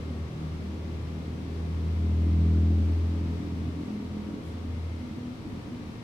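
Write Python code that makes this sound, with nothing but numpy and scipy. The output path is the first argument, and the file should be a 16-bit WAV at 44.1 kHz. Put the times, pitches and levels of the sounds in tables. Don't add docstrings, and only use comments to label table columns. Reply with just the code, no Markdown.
import sys
import numpy as np
from scipy.fft import rfft, irfft, next_fast_len
from scipy.io import wavfile
from scipy.ndimage import map_coordinates

SR = 44100
rng = np.random.default_rng(int(sys.argv[2]) if len(sys.argv) > 2 else 0)


def to_wav(sig):
    pcm = np.clip(np.atleast_2d(sig), -1, 1) * 32767
    pcm = np.round(pcm).astype(np.int16)
    wavfile.write(sys.argv[1], SR, pcm.T)


N = 265923

# t/s, depth/dB, half length/s
BOOM_DROPOUTS = [(0.325, 17, 0.065), (1.324, 7.5, 0.14), (3.41, 5, 0.102), (3.924, 20, 0.11),
                 (4.357, 13, 0.18), (5.9, 12, .25)]
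# t/s, crank order, gain/dB, half length/s
ECHO_SURGES = [(0.24, 2, 8, 0.031), (0.852, 2, 2, .25), (2.6, 2, .5, .5), (4.778, 2, 3.5, 0.41),
               (0.16, 4, 8.5, 0.12), (0.45, 4, 6, 0.13), (0.733, 4, -11, 0.065), (1.152, 4, 5, 0.052),
               (1.376, 4, 4, 0.051), (1.694, 4, 9, 0.048), (1.862, 4, 7.5, 0.043), (1.99, 4, -2.5, .05),
               (2.45, 4, 5, 0.14), (2.88, 4, -4.5, 0.3), (3.283, 4, 6, 0.064), (3.62, 4, 6, 0.22),
               (3.942, 4, -9, .06), (0.733, 5, 4, .06), (1.16, 5, 5, 0.041), (2.107, 5, 5.5, 0.093),
               (2.793, 5, 3.5, 0.084), (2.98, 5, -6, 0.063), (3.302, 5, 5.5, 0.22), (3.963, 5, 13.5, 0.084),
               (4.199, 5, 11, 0.097), (4.938, 5, 15.5, 0.025), (0.103, 6, 10, 0.061),
               (0.887, 6, 11.5, .035), (1.12, 6, 9, 0.038), (2.03, 6, 7, 0.059), (2.7, 6, 6, 0.13),
               (3.28, 6, 9.5, 0.069), (3.65, 6, 7.5, 0.35), (4.05, 6, 9, 0.056), (4.36, 6, 6, 0.045),
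               (4.673, 6, 6, .05), (5.036, 6, 14, 0.051), (5.285, 6, 14, 0.089), (5.55, 6, 8, 0.027),
               (5.748, 6, 13, .043), (3.441, 7, 13.5, 0.088), (3.668, 7, 7, 0.098), (3.802, 7, 12, 0.024),
               (3.957, 7, 3, .05), (4.35, 7, 12.5, 0.04), (0.434, 8, 11.5, .058), (0.75, 8, 11.5, 0.053),
               (2.05, 8, 7, 0.044), (2.55, 8, 1.5, 0.1), (5.47, 8, 20.5, .035), (2.137, 3, 12, 0.1),
               (4.3, 3, 5.5, 0.23), (1.75, 9, 5, .25), (4.36, 11, 14, 0.19)]
# crank order, far level/dB, rise when nearest/dB, loss in shadow/dB
HUM_ORDERS = [(4, -46, 10.5, 7.5), (5, -48.5, 14.5, 8.5), (6, -51, 2.5, 1)]
# crank order, coming/dB, nearest/dB, going/dB
RASP_ORDERS = [(3, -1.5, -5, -9.5), (7, -3.5, 1, -5), (8, -6, -3.5, -9.5), (9, -6.5, -12, -16),
               (10, -6, -6.5, -9.5), (11, -12.5, -21, -22), (12, -25, -28, -26), (13, -27, -18, -31),
               (15, -24, -26, -45), (17, -22, -21.5, -24)]
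# f/Hz, relative density/dB
COMING_SPECTRUM = [(60, -44), (95, 3), (125, -12), (160, 1.5), (200, 0.5), (235, 3), (320, 0.5), (355, -8),
                   (400, -5.5), (470, -22), (700, -24), (1400, -55)]
# f/Hz, relative density/dB
GOING_SPECTRUM = [(60, -33), (95, -1), (130, -8.5), (180, -7.5), (215, 2.5), (245, -1), (275, -7.5),
                  (310, -2.5), (365, -19), (430, -14.5), (700, -43), (1400, -60)]
# t/s, gain/dB, half length/s
RUMBLE_THROBS = [(0.28, -3, .08), (3.896, 3, .05), (4.327, 3.5, 0.084), (5.173, 7, 0.022),
                 (5.508, 5, 0.059), (5.388, -1.5, 0.043), (5.61, 0, 0.035), (5.728, 3, 0.081),
                 (2.6, -0.6, 0.57)]
# f/Hz, relative density/dB
TYRE_SPECTRUM = [(200, -25), (350, -4.5), (430, -1), (540, 0), (640, -12.5), (720, -12.5), (900, -18),
                 (1400, -16.5), (3000, -53)]
# t/s, gain/dB, half length/s
TYRE_GAPS = [(2.5, -0.5, 0.61), (4.5, 6.5, 0.37)]
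# f/Hz, left/dB, right/dB
FAN_SPECTRUM = [(480, -1.5, -2), (830, -5, -6), (1490, -10.5, -11.5), (2080, -9, -14.5), (4030, -15, -18),
                (5850, -20.5, -23), (6500, -25, -26), (7260, -25, -32), (8240, -26, -27.5),
                (8700, -34, -30), (10300, -36.5, -29), (12600, -44.5, -31.5), (13300, -44, -38),
                (15700, -41, -47.5)]
# f/Hz, relative density/dB
TRAFFIC_SPECTRUM = [(15, -37), (27, -14.5), (38, -0.5), (50, -11), (70, 0), (120, 4.5), (200, -13.5),
                    (300, -11), (450, -14), (650, -29.5), (1200, -56.5)]
# motor order, left level/dB, right level/dB
COMPRESSOR_LINES = [(12, -72, -79), (15, -74, -75), (16, -67, -66), (17, -69, -75), (18, -72, -78),
                    (19, -65, -71.5), (20, -66, -72.5), (21, -68.5, -76), (22, -75, -67.5), (23, -74, -75),
                    (24, -73, -75), (36, -68.5, -77), (40, -73, -89), (60, -78, -85), (158, -89, -86),
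                    (166, -96, -86), (175, -105, -86)]
# t/s, peak level/dB, half length/s
RUSTLE_SWELLS = [(4.476, -66.5, .05)]
# f/Hz, relative density/dB
RUSTLE_SPECTRUM = [(3000, -45), (7000, 0), (10000, 0), (13000, -8), (15500, -17)]
# f/Hz, left-right correlation
EAR_CORRELATION = [(20, 0.93), (60, 1), (130, 0.96), (290, 0.83), (640, 0.35), (1400, -0.29),
                   (3000, -0.0072), (15000, -0.13)]

CRUISE_HZ, CLIMB_HZ_PER_S, EASE_HZ_PER_S = 41.68, 0.71, 0.7
CRUISE_S, EASE_S = 3.3, 4.3
NEAREST_S, SWELL_HALF_S, BEAM_HALF_S = 2.55, 0.89, 0.49
GONE_S, FADE_S = 5.095, 0.083
SHADOW_S = GONE_S - 0.59
BOOM_DB, BOOM_SWELL_DB, BOOM_FADE_DB = -37, 14.5, 23
RASP_DB, RASP_SWELL_DB, RASP_FADE_DB = -47.5, 10, 10.5
RUMBLE_DB, RUMBLE_SWELL_DB, RUMBLE_SHADOW_LIFT_DB = -43, 3, 0.5
TYRE_DB, TYRE_FALL_DB_PER_S = -52.5, 1.14
HISS_DB, HISS_LIFT_DB, HISS_FALL_DB_PER_S = -49, 1.55, 0.16
t = np.arange(N) / SR


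def amp(db):
    return 10 ** (np.asarray(db) / 20)


def unit(x):
    return x / np.sqrt(np.mean(x ** 2) + 1e-20)


def along(points, hz):
    point_hz, values = np.transpose(points)
    return np.interp(np.log(hz + 1), np.log(point_hz + 1), values)


def bump(at_s, half_s):
    return np.exp(-((t - at_s) / half_s) ** 2)


def bumps_db(rows):
    return sum(db * bump(at_s, half_s) for at_s, db, half_s in rows)


def step(at_s, width_s):
    return (1 + np.tanh((t - at_s) / width_s)) / 2


def wobble(rate_hz):
    coarse = np.arange(0, N + 64, 64)
    knots = rng.standard_normal(1024)
    curve = map_coordinates(knots, [coarse * rate_hz / SR], mode="mirror")
    return np.interp(np.arange(N), coarse, curve)


def filtered(x, response):
    size = next_fast_len(N + SR // 2)
    return irfft(rfft(x, size) * response(np.fft.rfftfreq(size, 1 / SR)), size)[..., :N]


def diffuse():
    def mid_side_gains(hz):
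        angle = np.arccos(np.clip(along(EAR_CORRELATION, hz), -1, 1)) / 2
        return np.array([np.cos(angle), np.sin(angle)])
    mid, side = filtered(rng.standard_normal((2, N)), mid_side_gains)
    return np.array([mid + side, mid - side])


def rush(spectrum):
    return unit(filtered(diffuse(), lambda hz: amp(along(spectrum, hz))))


def tone(phase, stray, rate_hz, apart):
    paths = lambda: wobble(rate_hz) + 1j * wobble(rate_hz)
    mid, side = 1 + stray * paths(), apart * paths()
    arrival = rng.uniform(0, 2 * np.pi)
    return unit(np.real(np.array([mid + side, mid - side]) * np.exp(1j * (phase + arrival))))


def crank_angle():
    climb_hz = CLIMB_HZ_PER_S * np.maximum(CRUISE_S - t, 0)
    ease_hz = EASE_HZ_PER_S * np.maximum(t - EASE_S, 0)
    speed_hz = (CRUISE_HZ - climb_hz - ease_hz) * (1 + 0.0016 * wobble(12))
    return 2 * np.pi * np.cumsum(speed_hz) / SR


def surge_db(order):
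    return bumps_db((at_s, db, half_s) for at_s, k, db, half_s in ECHO_SURGES if k == order)


def boom(crank):
    swell_db = BOOM_SWELL_DB * bump(NEAREST_S, SWELL_HALF_S)
    loss_db = BOOM_FADE_DB * step(GONE_S, FADE_S) + bumps_db(BOOM_DROPOUTS)
    flutter_db = 8.5 * np.tanh(loss_db / BOOM_FADE_DB) * wobble(12)
    level_db = BOOM_DB + swell_db + surge_db(2) - loss_db + flutter_db
    return amp(level_db) * tone(2 * crank, stray=0.019, rate_hz=6.67, apart=0.018)


def overtone(crank, order, trail_hz=0.6, trail_end_s=1.9, stray_far=0.23, stray_near=0.035):
    lag_hz = trail_hz * np.maximum(1 - (t / trail_end_s) ** 2, 0)
    echoed = crank - 2 * np.pi * np.cumsum(lag_hz) / SR
    stray = stray_far + (stray_near - stray_far) * bump(NEAREST_S, SWELL_HALF_S)
    return amp(surge_db(order)) * tone(order * echoed, stray, rate_hz=6, apart=0.097)


def hum(crank):
    beam, shadow = bump(NEAREST_S, BEAM_HALF_S), step(SHADOW_S, FADE_S)
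    return sum(amp(far_db + swell_db * beam - fade_db * shadow) * overtone(crank, order)
               for order, far_db, swell_db, fade_db in HUM_ORDERS)


def rasp(crank):
    facing_s = [1.3, 2.2, 2.8, 3.4]
    gains = {order: amp(np.interp(t, facing_s, [coming, nearest, nearest, going]))
             for order, coming, nearest, going in RASP_ORDERS}
    total_gain = np.sqrt(sum(gain ** 2 for gain in gains.values()))
    partials = sum(gain * overtone(crank, order) for order, gain in gains.items()) / total_gain
    swell_db = RASP_SWELL_DB * bump(NEAREST_S, BEAM_HALF_S)
    return amp(RASP_DB + swell_db - RASP_FADE_DB * step(SHADOW_S, FADE_S)) * partials


def rumble(crank, lag_s=0.38):
    past = step(4.2, width_s=0.98)
    scatter = np.sqrt(1 - past) * rush(COMING_SPECTRUM) + np.sqrt(past) * rush(GOING_SPECTRUM)
    pulsing = 1 + 0.38 * np.cos(2 * crank) + 0.15 * np.cos(crank)
    level_db = RUMBLE_DB + RUMBLE_SWELL_DB * bump(NEAREST_S + lag_s, half_s=1.38)
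    level_db += RUMBLE_SHADOW_LIFT_DB * step(SHADOW_S, FADE_S) + bumps_db(RUMBLE_THROBS)
    return amp(level_db) * unit(scatter * pulsing * amp(0.69 * wobble(10)))


def tyres():
    return amp(TYRE_DB - TYRE_FALL_DB_PER_S * t + bumps_db(TYRE_GAPS)) * rush(TYRE_SPECTRUM)


def fan_colour(hz, low_cut_hz=120):
    bands = np.array(FAN_SPECTRUM)
    ears_db = [along(bands[:, [0, ear]], hz) for ear in (1, 2)]
    return amp(ears_db) * hz ** 2 / (hz ** 2 + low_cut_hz ** 2)


def fan_hiss():
    lift_db = HISS_LIFT_DB * bump(2.85, half_s=0.91)
    level_db = HISS_DB + lift_db - HISS_FALL_DB_PER_S * t + 0.26 * wobble(8.8)
    return amp(level_db) * unit(filtered(diffuse(), fan_colour))


def traffic(level_db=-44):
    return amp(level_db + 0.48 * wobble(1.9)) * rush(TRAFFIC_SPECTRUM)


def compressor(motor_hz=58.745, buzz_db=-65.5, buzz_cut_hz=1800):
    angle = 2 * np.pi * np.cumsum(motor_hz * (1 + 0.000211 * wobble(2.845))) / SR
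    lines = sum(amp([[left_db], [right_db]]) * tone(order * angle, stray=0.34, rate_hz=4.5, apart=0.38)
                for order, left_db, right_db in COMPRESSOR_LINES)
    turn = rng.standard_normal((2, round(SR / motor_hz)))
    turn_angles = np.linspace(0, 2 * np.pi, turn.shape[1], endpoint=False)
    clatter = np.array([np.interp(angle, turn_angles, ear, period=2 * np.pi) for ear in turn])
    buzz = filtered(clatter, lambda hz: fan_colour(hz) * hz ** 2 / (hz ** 2 + buzz_cut_hz ** 2))
    return lines + amp(buzz_db) * unit(buzz)


def rustle():
    envelope = sum(amp(db) * bump(at_s, half_s) for at_s, db, half_s in RUSTLE_SWELLS)
    return envelope * rush(RUSTLE_SPECTRUM)


def whistle(pitch_hz=719, peak_db=-62.5):
    envelope = amp(peak_db) * bump(5.92, half_s=0.48)
    return envelope * tone(2 * np.pi * pitch_hz * t, stray=0.65, rate_hz=20, apart=0.3)


def scene():
    crank = crank_angle()
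    exhaust = boom(crank) + hum(crank) + rasp(crank) + rumble(crank)
    vehicle = exhaust * amp([[0.2], [-0.2]]) + tyres()
    return vehicle + fan_hiss() + traffic() + compressor() + rustle() + whistle()


def record(dry, top_hz=15750):
    return filtered(dry, lambda hz: hz < top_hz)


dry = scene()
out = record(dry)
to_wav(out)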